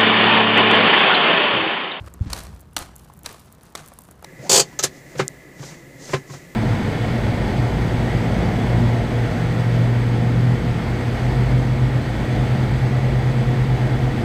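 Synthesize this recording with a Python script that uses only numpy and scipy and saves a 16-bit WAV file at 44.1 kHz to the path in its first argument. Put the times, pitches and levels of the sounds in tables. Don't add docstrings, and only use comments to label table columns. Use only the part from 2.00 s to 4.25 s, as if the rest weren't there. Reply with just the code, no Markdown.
import sys
import numpy as np
from scipy import signal
from scipy.fft import rfft, irfft, next_fast_len
from scipy.io import wavfile
from scipy.ndimage import uniform_filter1d

SR = 44100
rng = np.random.default_rng(int(sys.argv[2]) if len(sys.argv) > 2 else 0)


def wav_out(sig):
    wavfile.write(sys.argv[1], SR, np.round(np.clip(np.atleast_2d(sig).T, -1, 1) * 32767).astype(np.int16))


N = 99225
T = np.arange(N) / SR

# start in seconds, relative level in dB, treble boost in dB, extra top boost in dB,
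# wheel ring in Hz, its level in dB, wheel spacing in seconds, rattle in dB, its t60 in seconds.
LANDINGS = [(0.3304, -21.5, -1.5, 3, 4560, -26.5, .0009, -36, 0.39),
            (0.7644, -18.5, 0, 1.5, 3000, -27.5, .0013, -36.5, 0.22),
            (1.2597, -29.5, 5, 0.5, 4320, -34.5, .0012, -43, 0.44),
            (1.7514, -26.5, -2.5, 2, 605, -26, 0.00088, -46, 0.71),
            (2.2435, -33.5, -1, -0.5, 930, -35.5, 0.001056, -50, .5)]
WHEELS_DB = [-9.5, -3.5, -5, -11]
# pitch in Hz, relative level in dB, t60 in seconds.
SKATE_MODES = [(287, -13, 0.041), (644, -6, 0.011), (900, -3, 0.0096), (1226, -3, 0.0093),
               (1830, -6.5, 0.0087), (2380, -6.5, 0.0045), (3060, -8, 0.0057), (3890, -1, 0.0035),
               (4650, -3, 0.0031), (5870, -3, 0.0056), (7930, -1.5, 0.001), (10530, -5, 0.00067),
               (13300, -9, 0.001)]
# start in seconds, relative level in dB.
TOUCHES = [(0.3027, -33.5), (0.314, -44), (.324, -59), (.353, -55), (.364, -32.5), (.378, -36),
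           (0.387, -34.5), (.405, -36), (.468, -40.5), (0.562, -50.5), (0.7706, -23), (0.781, -27),
           (.801, -46), (0.815, -41), (.824, -34), (1.258, -40), (1.291, -37.5), (1.312, -49), (1.345, -48),
           (1.61, -51), (1.665, -53), (1.7569, -28.5), (1.775, -36.5), (1.781, -42)]
# start in seconds, level in dB.
JOINTS = [(0.0756, -36.5), (.467, -43.5), (.892, -46), (1.099, -40.5), (1.343, -39.5), (1.731, -76),
          (1.9184, -40), (1.987, -43), (2.087, -42.5), (2.2267, -39), (2.238, -45)]
# start in seconds, length in seconds, level in dB, low-pass in Hz.
SCUFFS = [(0.063, 0.023, -47, 7140), (0.214, 0.038, -51.5, 6200), (0.26, 0.035, -45.5, 5540),
          (0.3, 0.041, -39.5, 11800), (.795, 0.035, -39.5, 5530), (1.244, 0.028, -43, 14000),
          (1.286, 0.029, -45, 7000), (1.468, 0.023, -55.5, 8930), (1.627, 0.068, -58, 14000),
          (1.766, .045, -45, 8000), (2.031, .03, -60, 14000), (2.238, 0.023, -54, 10000)]
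# start in seconds, level in dB, low-pass in Hz.
TICKS = [(0.139, -41.5, 10500), (.389, -40.5, 13000), (.436, -41.5, 17000), (0.6061, -48.5, 14000),
         (0.612, -47.5, 17000), (.733, -51.5, 17000), (0.7891, -30.5, 9800), (0.957, -47, 17000),
         (0.9624, -39, 14000), (.982, -51, 11940), (1.1368, -47.5, 15000), (1.167, -57, 15000),
         (1.175, -51.5, 16900), (1.191, -47.5, 15000), (1.233, -43, 16250), (1.327, -44, 17000),
         (1.5248, -45, 16000), (1.633, -47, 17000), (1.861, -45, 15000), (1.877, -44, 16000),
         (1.885, -42.5, 13000), (1.937, -45, 15000), (1.9884, -37, 14900), (2.008, -49, 17000),
         (2.019, -46.5, 14900), (2.037, -50, 15000), (2.052, -55, 15000), (2.111, -42.5, 17000),
         (2.225, -48.5, 15000)]
# start in seconds, level in dB, pitch in Hz, swell time in seconds.
BUFFETS = [(0.009, -28.5, 92, 0.0052), (.2085, -10.5, 85.5, 0.0072), (0.21, -24.5, 185, 0.0022),
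           (0.224, -27, 163, 0.0065), (0.259, -31.5, 277, 0.0058), (0.267, -23.5, 93, 0.0053),
           (0.299, -31, 71, 0.014), (0.81, -31, 80.8, .007), (1.175, -37, 129, .005),
           (1.801, -41, 153, 0.022)]

# time in seconds, level in dB.
ROLL_FADER = [(0, -50.5), (.1, -52.5), (.19, -53), (.5, -52.5), (.7, -58), (1.0, -54.5), (1.2, -55.5),
              (1.45, -56), (1.7, -54.5), (2.05, -56), (2.25, -54)]
HISS_FADER = [(0, -57.5), (.1, -64.5), (.19, -76), (.3, -68), (.55, -60.5), (.7, -70), (.9, -69),
              (1.03, -57.5), (1.12, -67.5), (1.4, -63), (1.58, -65), (1.68, -62), (1.95, -66), (2.06, -58),
              (2.2, -68.5)]
WIND_FADER = [(0, -39), (.08, -39.5), (.14, -46), (.2, -40.5), (.28, -30.5), (.38, -41), (.54, -37.5),
              (.62, -49), (.76, -50), (.84, -47.5), (1.0, -48), (1.1, -51.5), (1.5, -55), (1.95, -55.5),
              (2.2, -52.5)]

# frequency in Hz, relative gain in dB.
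JOINT_EQ = [(150, -14.5), (380, -2.5), (800, 0.5), (1300, -2), (1900, -15), (5000, -25), (10000, -25),
            (16000, -42)]
RATTLE_EQ = [(100, 5.5), (300, 1.5), (850, 3), (1400, 0.5), (2300, -5.5), (3800, -7), (6000, -8.5),
             (9000, -8.5), (13000, -16), (16000, -21)]
ROLL_EQ = [(100, -5.5), (300, 4), (600, -1), (1100, -2), (1600, -7.5), (2500, -15), (5000, -20.5),
           (9000, -25), (16000, -55)]
TICK_EQ = [(500, -25), (3000, -15), (5300, -15), (6800, -1.5), (9200, 2.5), (12500, 2), (15500, 0.5)]
HISS_EQ = [(1000, -35), (3000, -2.5), (6000, -1.5), (9000, 1.5), (13000, -1.5), (16000, -2)]
WIND_EQ = [(15, -43), (35, -26), (55, 1.5), (80, -2.5), (130, -12.5), (180, -12.5), (240, -24),
           (400, -39.5), (1500, -85)]
RUMBLE_EQ = [(20, -30), (60, -7), (150, 3), (220, -3), (400, -17.5), (1000, -28), (4000, -42)]

CONTACT_T60_S, WHEEL_RING_T60_S, JOINT_T60_S, TICK_T60_S = .0091, .008, .024, .009
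TREBLE_FROM_HZ, TOP_FROM_HZ, CUTOFF_HZ = 1600, 7000, 15350
RATTLE_DELAY_S, RATTLE_RISE_S, RATTLE_HOLD_S = .0024, .009, .05
RATTLE_GRAIN_DB, ROLL_GRAIN_DB, HISS_GRAIN_DB = 2.5, 3, 6.5
FAINT_TICKS_PER_S, TICKS_VS_HISS_DB = 50, -9.5
STREET_DB, STREET_T60_S, WALL_DELAY_S = -21.5, .6, .016
RUMBLE_DB = -53.5


def clacks():
    out = np.zeros(N)
    for start, db, treble_db, top_db, ring_hz, ring_db, spacing, _, _ in LANDINGS:
        contact = 0
        for k, wheel_db in enumerate(WHEELS_DB):
            hit = from_db(wheel_db) * unit_hit(burst(CONTACT_T60_S))
            contact = contact + np.roll(hit, int(k * spacing * SR))
        body = from_db(db + 3.5) * skate_body(contact, treble_db, top_db)
        wheel_ring = from_db(ring_db) * unit_hit(ring(contact, ring_hz, WHEEL_RING_T60_S))
        add(out, start, body + wheel_ring)
    for start, db in TOUCHES:
        add(out, start, from_db(db) * skate_body(burst(CONTACT_T60_S)))
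    return out


def skate_body(contact, treble_db=0, top_db=0):
    out = 0
    for k, (hz, db, t60) in enumerate(SKATE_MODES):
        gain = from_db(db + treble_db * (hz > TREBLE_FROM_HZ) + top_db * (hz > TOP_FROM_HZ))
        out = out + gain * unit_hit(ring(contact, hz, t60)) * (-1) ** k
    return out / 2


def rattle():
    power = np.zeros(N)
    for start, *_, db, t60 in LANDINGS:
        age = T - start
        attack = np.clip((age - RATTLE_DELAY_S) / RATTLE_RISE_S, 0, 1)
        decay = np.exp(-np.log(1000) * np.maximum(age - RATTLE_HOLD_S, 0) / t60)
        power += (from_db(db) * attack * decay) ** 2
    return np.sqrt(power) * grit(RATTLE_GRAIN_DB, RATTLE_EQ)


def joints():
    out = np.zeros(N)
    for start, db in JOINTS:
        add(out, start, from_db(db) * unit_hit(equalise(burst(JOINT_T60_S), JOINT_EQ)))
    return out


def scuffs():
    out = np.zeros(N)
    scrape = grit(RATTLE_GRAIN_DB, RATTLE_EQ)
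    for start, length, db, edge_hz in SCUFFS:
        gate = (T > start) & (T < start + length)
        out += from_db(db) * low_pass(scrape, edge_hz) * gate
    return out


def rolling():
    return fader(ROLL_FADER) * grit(ROLL_GRAIN_DB, ROLL_EQ)


def ticks():
    out = np.zeros(N)
    for start, db, edge_hz in TICKS:
        click = equalise(burst(TICK_T60_S), TICK_EQ)
        add(out, start, from_db(db) * unit_hit(low_pass(click, edge_hz)))
    return out


def bearings():
    impulses = (rng.random(N) < FAINT_TICKS_PER_S / SR) * from_db(rng.uniform(-10, 0, N))
    clicks = signal.fftconvolve(impulses, burst(TICK_T60_S))[:N]
    ticking = unit_rms(equalise(clicks, TICK_EQ))
    hiss = grit(HISS_GRAIN_DB, HISS_EQ, grain_samples=300)
    return fader(HISS_FADER) * (hiss + from_db(TICKS_VS_HISS_DB) * ticking)


def street_echo(x):
    tail = equalise(burst(STREET_T60_S, size=40000), [(150, 1.5), (1000, 3), (5000, -4.5), (15000, -9)])
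    tail /= np.sqrt(np.sum(tail ** 2))
    out = np.zeros(N)
    add(out, WALL_DELAY_S, signal.fftconvolve(x, tail)[:N])
    return from_db(STREET_DB) * out


def wind():
    eddies = equalise(rng.standard_normal(N), WIND_EQ)
    running_rms = np.sqrt(uniform_filter1d(eddies ** 2, size=2600))
    out = fader(WIND_FADER) * eddies / running_rms
    for start, db, hz, swell_s in BUFFETS:
        age = T / swell_s
        swell = age * np.exp(.5 - age ** 2 / 2)
        add(out, start, -from_db(db) * swell * np.sin(2 * np.pi * hz * T))
    return out


def town_rumble():
    return from_db(RUMBLE_DB) * unit_rms(equalise(rng.standard_normal(N), RUMBLE_EQ))


def grit(grain_db, eq, grain_samples=130):
    noise = rng.standard_normal(N)
    flicker = unit_rms(uniform_filter1d(rng.standard_normal(N), grain_samples))
    return unit_rms(equalise(noise * from_db(grain_db * flicker), eq))


def burst(t60, size=4096):
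    return rng.standard_normal(size) * np.exp(-np.log(1000) * T[:size] / t60)


def ring(x, hz, t60):
    radius = np.exp(-np.log(1000) / (t60 * SR))
    return signal.lfilter([1, 0, -1], [1, -2 * radius * np.cos(2 * np.pi * hz / SR), radius ** 2], x)


def equalise(x, points):
    size = 2 * next_fast_len(len(x))
    hz, db = np.transpose(points)
    bin_hz = np.maximum(np.arange(size // 2 + 1) * SR / size, 1)
    gain = from_db(np.interp(np.log(bin_hz), np.log(hz), db))
    cepstrum = irfft(np.log(gain))
    cepstrum[1:size // 2] *= 2
    cepstrum[size // 2 + 1:] = 0
    return irfft(rfft(x, size) * np.exp(rfft(cepstrum)))[:len(x)]


def low_pass(x, edge_hz):
    return signal.sosfilt(signal.butter(2, edge_hz, fs=SR, output="sos"), x)


def from_db(db):
    return 10 ** (np.asarray(db) / 20)


def unit_rms(x):
    return x / np.sqrt(np.mean(x ** 2) + 1e-20)


def unit_hit(x):
    return x / np.sqrt(np.sum(x ** 2) / (.003 * SR) + 1e-20)


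def fader(rows):
    return from_db(np.interp(T, *np.transpose(rows)))


def add(out, start, x):
    i = int(np.clip(start * SR, 0, N - 1))
    out[i:i + len(x)] += x[:N - i]


def scene():
    skates = clacks() + joints() + rattle() + scuffs() + rolling()
    rumble = town_rumble()
    return (skates + ticks() + bearings() + street_echo(skates) + wind() + rumble)[None]


def record(dry):
    return signal.sosfilt(signal.ellip(10, .2, 80, CUTOFF_HZ, fs=SR, output="sos"), dry)


dry = scene()
out = record(dry)
wav_out(out)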